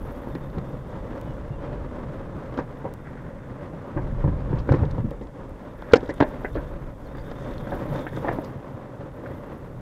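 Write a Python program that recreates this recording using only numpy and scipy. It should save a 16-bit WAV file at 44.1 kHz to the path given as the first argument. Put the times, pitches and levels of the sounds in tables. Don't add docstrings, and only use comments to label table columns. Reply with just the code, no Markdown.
import sys
import numpy as np
from scipy import signal
from scipy.fft import rfft, irfft, next_fast_len
from scipy.io import wavfile

SR = 44100
rng = np.random.default_rng(int(sys.argv[2]) if len(sys.argv) > 2 else 0)


def wrap_up_sound(samples):
    columns = np.atleast_2d(samples).T
    tamed = np.clip(columns, -1, 1)
    steps = np.round(tamed * 32767).astype(np.int16)
    wavfile.write(sys.argv[1], SR, steps)


N = 432609

# centre in Hz, width in Hz, level in dB.
DECK_MODES = [(287, 87, 4.5), (541, 87, 4), (722, 65, -5.5), (960, 197, -4.5), (1350, 580, -11.5),
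              (1500, 690, -15), (2005, 52, -23.5)]
# centre in Hz, width in Hz, level in dB.
TRUCK_MODES = [(1520, 400, 6), (1855, 170, -3)]
# centre in Hz, width in Hz, level in dB.
HANGER_AND_SAND_MODES = [(3380, 220, -4), (3580, 110, 0), (4800, 3600, -17)]
# centre in Hz, width in Hz, level in dB.
BENDING_MODES = [(82.2, 47, -3), (130.9, 34.2, 2.5), (184, 92, -4.5)]
# time in seconds, level in dB.
HANGER_AND_SAND_LEVEL = [(0, -70), (1.3, -70), (1.7, -75), (4.4, -75), (4.75, -71), (5.2, -77), (5.85, -74),
                         (6.1, -66), (6.45, -67), (6.85, -75), (7.05, -70), (7.3, -63), (7.55, -62),
                         (7.75, -63), (7.87, -65), (7.97, -59), (8.1, -64), (8.2, -60), (8.3, -63),
                         (8.45, -72), (8.65, -77), (9.81, -75)]


def amp(db):
    return 10 ** (np.asarray(db) / 20)


def rms_one(x):
    return x / np.sqrt(np.mean(x ** 2) + 1e-20)


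def in_time(rows):
    s, *columns = np.transpose(rows)
    return [np.interp(np.arange(N) / SR, s, column) for column in columns]


def drift(rate_hz):
    r = np.exp(-80 * np.pi * rate_hz / SR)
    noise = rng.standard_normal(N // 40 + 2002)
    slow = signal.lfilter([1], [1, -2 * r, r * r], noise)[2000:]
    return np.interp(np.arange(N) / 40, np.arange(len(slow)), rms_one(slow))


def resonate(x, hz, width_hz):
    r = np.exp(-np.pi * width_hz / SR)
    feed = np.array([1, 0, -1]) * (1 - r * r) / 2
    return signal.lfilter(feed, [1, -2 * r * np.cos(2 * np.pi * hz / SR), r * r], x)


def body(x, modes):
    return sum((-1) ** k * amp(db) * resonate(x, hz, width) for k, (hz, width, db) in enumerate(modes))


def soften(x, hz):
    return signal.sosfilt(signal.butter(3, hz, fs=SR, output="sos"), x)


def rolling(rolling_db, boom_db):
    # time in seconds, bearing hiss in dB, truck rattle in dB.
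    coarseness = [(0, -67.5, -62), (.6, -75, -63), (.9, -81, -76), (1.2, -76, -72), (1.6, -85, -76),
                  (2.7, -80, -61), (3.1, -83, -51), (4.4, -85, -62), (4.8, -80, -76), (5.3, -88, -82),
                  (5.85, -75, -55), (6.1, -76, -59), (6.45, -70.5, -71), (6.9, -77, -77), (7.1, -75, -60),
                  (7.3, -73, -54), (7.45, -75, -57), (7.6, -71, -60), (7.73, -65, -54), (7.87, -67, -64),
                  (7.93, -67, -48), (8.0, -65, -54), (8.1, -70, -69), (8.17, -65, -52), (8.28, -70, -57),
                  (8.42, -68, -70), (8.6, -78, -86), (9.05, -83, -74), (9.27, -72, -72), (9.81, -77, -82)]
    # centre in Hz, width in Hz, level in dB.
    bearing_modes = [(10500, 3000, -6), (12500, 1500, 0), (15300, 1500, -8)]
    roar_db = 2.5

    hiss_db, rattle_db = in_time(coarseness)
    ring_db = in_time(HANGER_AND_SAND_LEVEL)[0]
    road = stones(per_s=8000, spread_db=2.8, lumpy_db=.7)
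    deck = rms_one(soften(soften(body(road, DECK_MODES), 2520), 2550))
    tyres = roar(stones(per_s=9000, spread_db=3.0, lumpy_db=1.0))
    hum = rms_one(deck + amp(roar_db) * tyres)

    bending_force = road + 2.3 * rng.standard_normal(N)
    boom = rms_one(body(body(bending_force, BENDING_MODES), BENDING_MODES))
    hiss = rms_one(body(stones(per_s=6000, spread_db=2.5, lumpy_db=2.1), bearing_modes))

    loose = stones(per_s=1200, spread_db=2.5, lumpy_db=0.0) * amp(3.8 * drift(13.4))
    rattle = soften(jangle(loose, TRUCK_MODES), 2340)
    ring = jangle(road + 0.85 * loose, HANGER_AND_SAND_MODES)

    board = amp(rolling_db) * hum + amp(boom_db) * boom
    treble = amp(hiss_db) * hiss + amp(rattle_db) * rattle + amp(ring_db) * ring
    return board + treble


def stones(per_s, spread_db, lumpy_db):
    sizes = amp(spread_db * np.minimum(rng.exponential(1, N), 4)) * rng.choice([-1, 1], N)
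    met = rng.random(N) < per_s / SR
    lumps = amp(lumpy_db * (drift(35) + drift(52)))
    return rms_one(sizes * met * lumps) + 1e-18


def roar(contact):
    # frequency in Hz, relative density in dB per Hz.
    roar_shape = [(90, -33), (150, -10), (250, -1.5), (370, -10.5), (590, -3.5), (660, -13.5),
                  (1000, -14.5), (1600, -20.5), (2080, -26), (2300, -31), (3500, -38), (5000, -46),
                  (8000, -56), (16000, -75)]
    hz, db = np.transpose(roar_shape)
    size = next_fast_len(N)
    grid = np.arange(size // 2 + 1) * SR / size + 1
    gain = amp(np.interp(np.log(grid), np.log(hz), db))
    return rms_one(irfft(rfft(contact, size) * gain, size)[:N])


def jangle(force, modes):
    out = 0
    for hz, width, db in modes:
        mode = resonate(resonate(force, hz, width), hz, 3 * width)
        out = out + amp(db + 2.0 * drift(9.5)) * mode
    return rms_one(out)


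def knocks():
    # start in seconds, level of the deck tone's peak in dB, main deck tone in Hz,
    # upper ring against that tone in dB, shudder decay in seconds (1 ms at least).
    edge_hits = [(0.272, -21.5, 237, -22, 0.0053), (0.352, -20.5, 273, -13.5, 0.014),
                 (0.579, -21, 233, -11, 0.01), (0.737, -29, 440, -30, 0.0059),
                 (0.931, -31, 258, -17, 0.028), (2.576, -19, 273, -11, 0.016),
                 (2.588, -13.5, 314, -17, 0.014), (2.843, -26, 440, -15, 0.023),
                 (2.852, -19.5, 407, -18, 0.021), (3.733, -30, 610, -15, 0.0099),
                 (3.964, -19.5, 198, -19.5, 0.044), (3.974, -19, 590, -12.5, 0.011),
                 (4.24, -18, 326, -22, 0.022), (4.275, -24.5, 400, -18, 0.014),
                 (4.529, -16.5, 294, -19, 0.0084), (4.69, -12, 303, -6.5, 0.0067),
                 (4.719, -9, 204, -12.5, 0.011), (4.738, -10.5, 290, -15.5, 0.014),
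                 (4.833, -16.5, 202, -20, 0.016), (4.981, -21, 454, -30, 0.0053),
                 (5.112, -23, 446, -15, 0.011), (5.211, -24.5, 240, -21, 0.042),
                 (5.822, -26.5, 620, -7, 0.0056), (5.911, -27, 596, -5, 0.029),
                 (5.956, -10.5, 497, -14, 0.0065), (5.963, -16, 200, -10, 0.0044),
                 (5.977, -19, 610, -20, 0.0034), (6.029, -21, 367, -17, 0.014),
                 (6.091, -16.5, 327, -13, 0.015), (6.202, -8.5, 636, -7.5, 0.011),
                 (6.209, -5, 277, -10.5, 0.0016), (6.223, -5.5, 600, -16, 0.01),
                 (6.446, -19, 620, -3, 0.0089), (6.553, -18.5, 291, -13.5, 0.03),
                 (6.569, -21.5, 466, -10.5, 0.012), (7.149, -29.5, 583, -1, 0.004),
                 (7.181, -32, 560, -3, 0.006), (7.314, -22.5, 825, -9, 0.0076),
                 (7.53, -38, 600, -2, 0.0027), (7.67, -25, 210, -3, 0.006), (7.719, -19, 600, -12.5, 0.028),
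                 (7.948, -22, 503, -9, 0.022), (8.066, -22, 504, -3, 0.0059), (8.131, -27, 600, -9, 0.0044),
                 (8.172, -20, 301, -8, 0.0028), (8.246, -17, 525, -16, 0.0068),
                 (8.274, -17.5, 633, -7, 0.0029), (8.283, -15, 650, -2, 0.0037),
                 (8.289, -13, 710, -9, 0.0018), (8.3, -35, 576, -11, 0.0033),
                 (8.312, -18.5, 655, -26, 0.0058), (8.386, -16, 640, -17, 0.0024),
                 (9.26, -32, 580, 5.5, 0.0045), (9.303, -27.5, 301, -19, 0.02)]
    ring_low_hz, ring_high_hz = 1416, 1940
    aftershake_db, aftershake_s = -13.5, 0.024
    crunch_db, crunch_low_hz, crunch_high_hz = -7.5, 700, 2330

    size = 5000
    out = np.zeros(N + size)
    t = np.arange(size) / SR
    crunch_band = signal.butter(2, [crunch_low_hz, crunch_high_hz], "band", fs=SR, output="sos")
    metal = [(hz, width, db - 32.0) for hz, width, db in TRUCK_MODES[1:] + HANGER_AND_SAND_MODES[:1]]
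    modes = DECK_MODES + metal
    draws = rng.standard_normal((len(edge_hits), size))
    luck = rng.standard_normal((len(edge_hits), len(modes)))
    rings = ring_low_hz + (ring_high_hz - ring_low_hz) * rng.random(len(edge_hits))

    for (s, db, hz, bright_db, shudder), noise, strengths, ring_hz in zip(edge_hits, draws, luck, rings):
        force = .15 * noise * np.exp(-t / max(shudder, .001)) * np.minimum(t / .002, 1)
        tremble = noise[::-1] * np.exp(-t / aftershake_s) * np.minimum(t / 0.0045, 1)
        force += 0.16 * amp(aftershake_db) * tremble
        force[:30] -= .2 * np.hanning(30)
        force = soften(force, 7800)

        struck = [(f, 1.04 * width, level + 3.7 * k) for (f, width, level), k in zip(modes, strengths)]
        tone = soften(resonate(force, hz, 60) + 0.5 * body(force, struck[:4]), 1260)
        ring = resonate(resonate(force, ring_hz, 300), ring_hz, 550)
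        clack = body(force, struck[4:]) + 0.26 * ring
        clack = soften(soften(clack, 2400), 2400)
        crunch = signal.sosfilt(crunch_band, force * np.abs(noise[::-1]))
        crunch = soften(soften(crunch, crunch_high_hz), crunch_high_hz)

        upper = clack / np.abs(clack).max() + amp(crunch_db) * crunch / np.abs(crunch).max()
        hit = tone / np.abs(tone).max() + amp(bright_db) * upper / np.abs(upper).max()
        at = round(s * SR)
        out[at:at + size] += amp(db) * hit
    return out[:N]


def kerb():
    # frequency in Hz, starting level in dB,
    # time to fall by 60 dB in seconds.
    kerb_blow = (5.9354, [(464.5, 17.5, 0.022), (340, 9.5, 0.013), (770, 0.5, 0.019), (1050, 2.5, 0.016)])
    crack_db, crack_t60_s = 4.5, 0.039
    s, modes = kerb_blow
    t = np.maximum(np.arange(N) / SR - s, 0)
    crack = amp(crack_db - 60 * t / crack_t60_s) * (t > 0) * soften(rng.standard_normal(N), 2100)
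    ring = sum(amp(db - 60 * t / t60) * np.sin(2 * np.pi * hz * t) for hz, db, t60 in modes)
    return crack - np.minimum(t / 0.00047, 1) * ring


def bumps():
    # start in seconds, peak level in dB.
    deck_bumps = [(0.13, -34), (0.344, -28), (0.566, -20.5), (0.93, -26), (1.502, -23.5), (2.061, -30),
                  (2.35, -23), (2.584, -27), (2.849, -28), (3.247, -33), (3.505, -29.5), (3.777, -38),
                  (3.957, -19), (4.118, -23), (4.237, -14), (4.277, -14), (4.53, -15), (4.702, -6),
                  (4.815, -11.5), (4.907, -28), (4.979, -17), (5.039, -15.5), (5.509, -28), (5.922, -19),
                  (6.096, -39), (6.197, -15), (6.546, -27), (7.727, -32), (7.933, -26), (8.153, -35),
                  (8.552, -26), (8.739, -26.5), (8.989, -29.5), (9.299, -34.5)]
    push_s, shake_s, shake_db = 0.0062, 0.018, 11.5
    size = 8000
    out = np.zeros(N + size)
    t = np.arange(size) / SR
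    push = np.sin(np.pi * np.minimum(t / push_s, 1)) ** 2
    luck = rng.standard_normal((len(deck_bumps), len(BENDING_MODES)))
    draws = rng.standard_normal((len(deck_bumps), size))
    for (s, db), noise, strengths in zip(deck_bumps, draws, luck):
        force = amp(shake_db) * noise * np.exp(-t / shake_s) - push
        bent = [(f, width, level + 2.8 * k) for (f, width, level), k in zip(BENDING_MODES, strengths)]
        thud = soften(body(force, bent), 283)
        at = round(s * SR)
        out[at:at + size] += amp(db) * thud / np.abs(thud).max()
    return out[:N]


def ticks():
    # start in seconds, peak level in dB, pitch in Hz.
    loud_grains = [(0.3511, -40, 3500), (0.5841, -42, 3540), (1.2136, -46, 2500), (2.5411, -48, 3170),
                   (2.574, -41, 3530), (4.586, -43, 3150), (4.6897, -46, 3060), (4.721, -33, 4130),
                   (4.7391, -48, 4540), (4.75, -47, 3700), (4.757, -50, 3700), (4.8524, -42, 3170),
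                   (4.9103, -41.5, 3930), (4.9801, -50, 3180), (5.1078, -46.5, 3230), (5.2135, -48, 3100),
                   (5.2694, -51, 3430), (5.821, -44, 3170), (5.9224, -36, 3710), (5.957, -32, 3750),
                   (6.0057, -44, 3230), (6.0596, -44, 3550), (6.078, -46, 3580), (6.094, -46, 5170),
                   (6.105, -41, 3600), (6.1394, -45, 8100), (6.181, -47, 3120), (6.2030, -30, 3180),
                   (6.2090, -32, 3180), (6.2244, -39, 3410), (6.4492, -52, 3070), (6.561, -46, 3420),
                   (7.184, -46, 3500), (7.313, -46, 3420), (7.5368, -44, 3280), (7.5802, -40, 3380),
                   (7.7084, -43, 3380), (7.942, -50, 3610), (7.958, -42, 3510), (7.9912, -43, 3550),
                   (8.1623, -45, 3470), (8.4444, -45, 4700)]
    grit_per_s, grit_db, grit_spread_db = 6, 11, 2
    size = 400
    out = np.zeros(N + size)
    seconds = (N - 1) / SR
    ring_db = in_time(HANGER_AND_SAND_LEVEL)[0]
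    grains = list(loud_grains)
    for when, strength, pitch in rng.random((round(grit_per_s * seconds), 3)):
        level = ring_db[int(when * (N - 1))] + grit_db - grit_spread_db * np.log(1 - strength)
        grains.append((seconds * when, level, 2400 + 2300 * pitch))

    decay = np.exp(-np.arange(size) / SR / 0.0042)
    for (s, db, hz), noise in zip(grains, rng.standard_normal((len(grains), size))):
        tick = resonate(noise * decay, hz, 0.32 * hz)
        tick = soften(tick, min(1.8 * hz, 15000))
        at = round(s * SR)
        out[at:at + size] += amp(db) * tick / np.abs(tick).max()
    return out[:N]


def snaps():
    # start in seconds, click level in dB before a common 8 dB lift.
    fine_snaps = [(1.2136, -38), (1.4794, -58), (2.7187, -56), (2.9388, -34.5), (4.6783, -50), (4.911, -47),
                  (5.0599, -64), (5.1083, -42), (5.3882, -58), (5.4949, -48), (5.7934, -60), (6.1724, -60),
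                  (6.2896, -44), (6.5524, -48), (6.975, -59), (7.007, -55), (7.172, -46), (7.8346, -51),
                  (7.9414, -45)]
    s, db = np.transpose(fine_snaps)
    clicks = np.zeros(N)
    clicks[np.round(s * SR).astype(int)] = amp(db + 8)
    return signal.sosfilt(signal.butter(2, 2000, "high", fs=SR, output="sos"), clicks + 1e-18)


def scuffs():
    # start in seconds, length in seconds, rms level before the fades in dB, top of the band in Hz.
    grit_scuffs = [(2.58, 0.028, -55.5, 6000), (4.586, 0.026, -56, 5500), (4.69, 0.012, -44, 3300),
                   (4.72, .012, -59, 5900), (4.739, 0.013, -46, 3200), (5.22, 0.025, -66, 8000),
                   (5.916, 0.012, -54, 6000), (5.956, .018, -37, 5900), (6.03, 0.01, -62, 6000),
                   (6.088, 0.019, -54.5, 5930), (6.174, 0.012, -66, 6000), (6.205, 0.015, -40, 4000),
                   (6.222, 0.018, -44, 4000), (6.541, 0.038, -56.5, 4470), (7.945, 0.055, -64, 6500),
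                   (8.282, 0.013, -56, 5000), (8.433, 0.053, -60, 5300)]
    out = np.zeros(N)
    for (s, length, db, top_hz), noise in zip(grit_scuffs, rng.standard_normal((len(grit_scuffs), 5000))):
        share = np.linspace(0, 1, round(length * SR))
        band = signal.butter(4, [1800, top_hz], "band", fs=SR, output="sos")
        grainy = rms_one(signal.sosfilt(band, noise * noise[::-1]))
        fades = np.minimum(share / 0.11, 1) * np.sqrt(1 - share ** 3)
        at = round(s * SR)
        out[at:at + len(share)] += amp(db) * grainy[-len(share):] * fades
    return out


def birds():
    # start in seconds, length in seconds, first pitch in Hz, last pitch in Hz, peak level in dB.
    bird_chirps = [(1.25, 0.095, 3010, 2870, -62), (1.273, 0.065, 3330, 3140, -69),
                   (1.505, 0.066, 2810, 2770, -60), (1.545, .045, 3300, 3260, -68),
                   (1.585, .03, 3000, 2980, -68), (1.63, 0.018, 3220, 3260, -58),
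                   (7.046, .018, 4900, 4300, -66), (7.06, .022, 4280, 4230, -62),
                   (7.15, .012, 4650, 4800, -63), (7.167, 0.016, 4550, 4950, -62),
                   (7.19, 0.016, 4480, 4850, -60), (7.207, .016, 4550, 4950, -60)]
    out = np.zeros(N)
    for s, length, from_hz, to_hz, db in bird_chirps:
        hz = np.linspace(from_hz, to_hz, round(length * SR))
        whistle = np.sin(2 * np.pi * np.cumsum(hz) / SR)
        at = round(s * SR)
        out[at:at + len(hz)] += amp(db) * np.hanning(len(hz)) ** .5 * whistle
    return out


def wind(wind_db):
    low = signal.butter(2, [18, 58], "band", fs=SR, output="sos")
    buffeting = rms_one(signal.sosfilt(low, rng.standard_normal(N)))
    return amp(wind_db + 1.1 * drift(11.0)) * buffeting


def air():
    # centre in Hz, width in Hz, level in dB.
    air_modes = [(5500, 4000, 0), (11000, 9000, -6)]
    return amp(-74.5) * rms_one(body(rng.standard_normal(N), air_modes))


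def scene():
    # time in seconds, rolling level in dB,
    # deck boom in dB, wind in dB, all before their random wander.
    ride = [(0, -38, -40, -37), (.87, -38.5, -38, -41), (1.75, -39, -39.5, -36), (2.4, -38, -35, -41.5),
            (2.7, -40.5, -43, -44), (3.47, -42, -40.5, -47), (3.92, -39, -39.5, -47),
            (3.98, -37.5, -34, -30.5), (4.45, -37.5, -30.5, -27.5), (4.66, -35, -28, -30),
            (4.77, -34.5, -25, -32), (4.85, -34.5, -25.5, -33), (5.05, -38, -33.5, -34),
            (5.2, -44.5, -41.5, -37.5), (5.65, -42, -44.5, -44), (6.05, -39, -42, -39),
            (6.6, -40.5, -41.5, -33.5), (7.0, -42.5, -43.5, -39), (7.4, -37.5, -38, -38),
            (7.96, -32.5, -33.5, -39.5), (8.1, -36.5, -38.5, -44), (8.3, -32.5, -36.5, -39.5),
            (8.65, -41, -46, -51.5), (9.81, -39.5, -39, -45)]
    roll_wander_db, boom_wander_db, wander_hz = 1.78, 1.5, 5.8
    rolling_db, boom_db, wind_db = in_time(ride)
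    rolling_db = rolling_db + roll_wander_db * drift(wander_hz)
    boom_db = boom_db + boom_wander_db * drift(wander_hz)
    board = rolling(rolling_db, boom_db) + knocks() + kerb() + bumps()
    grit = ticks() + snaps() + scuffs()
    return (board + grit + birds() + wind(wind_db) + air())[None]


def record(dry):
    cutoff_hz = 16350
    clipped = dry / (1 + np.abs(dry) ** 4) ** (1 / 4)
    top_cut = signal.cheby2(18, 70, cutoff_hz, fs=SR, output="sos")
    return np.clip(signal.sosfilt(top_cut, clipped), -1, 1)


dry = scene()
out = record(dry)
wrap_up_sound(out)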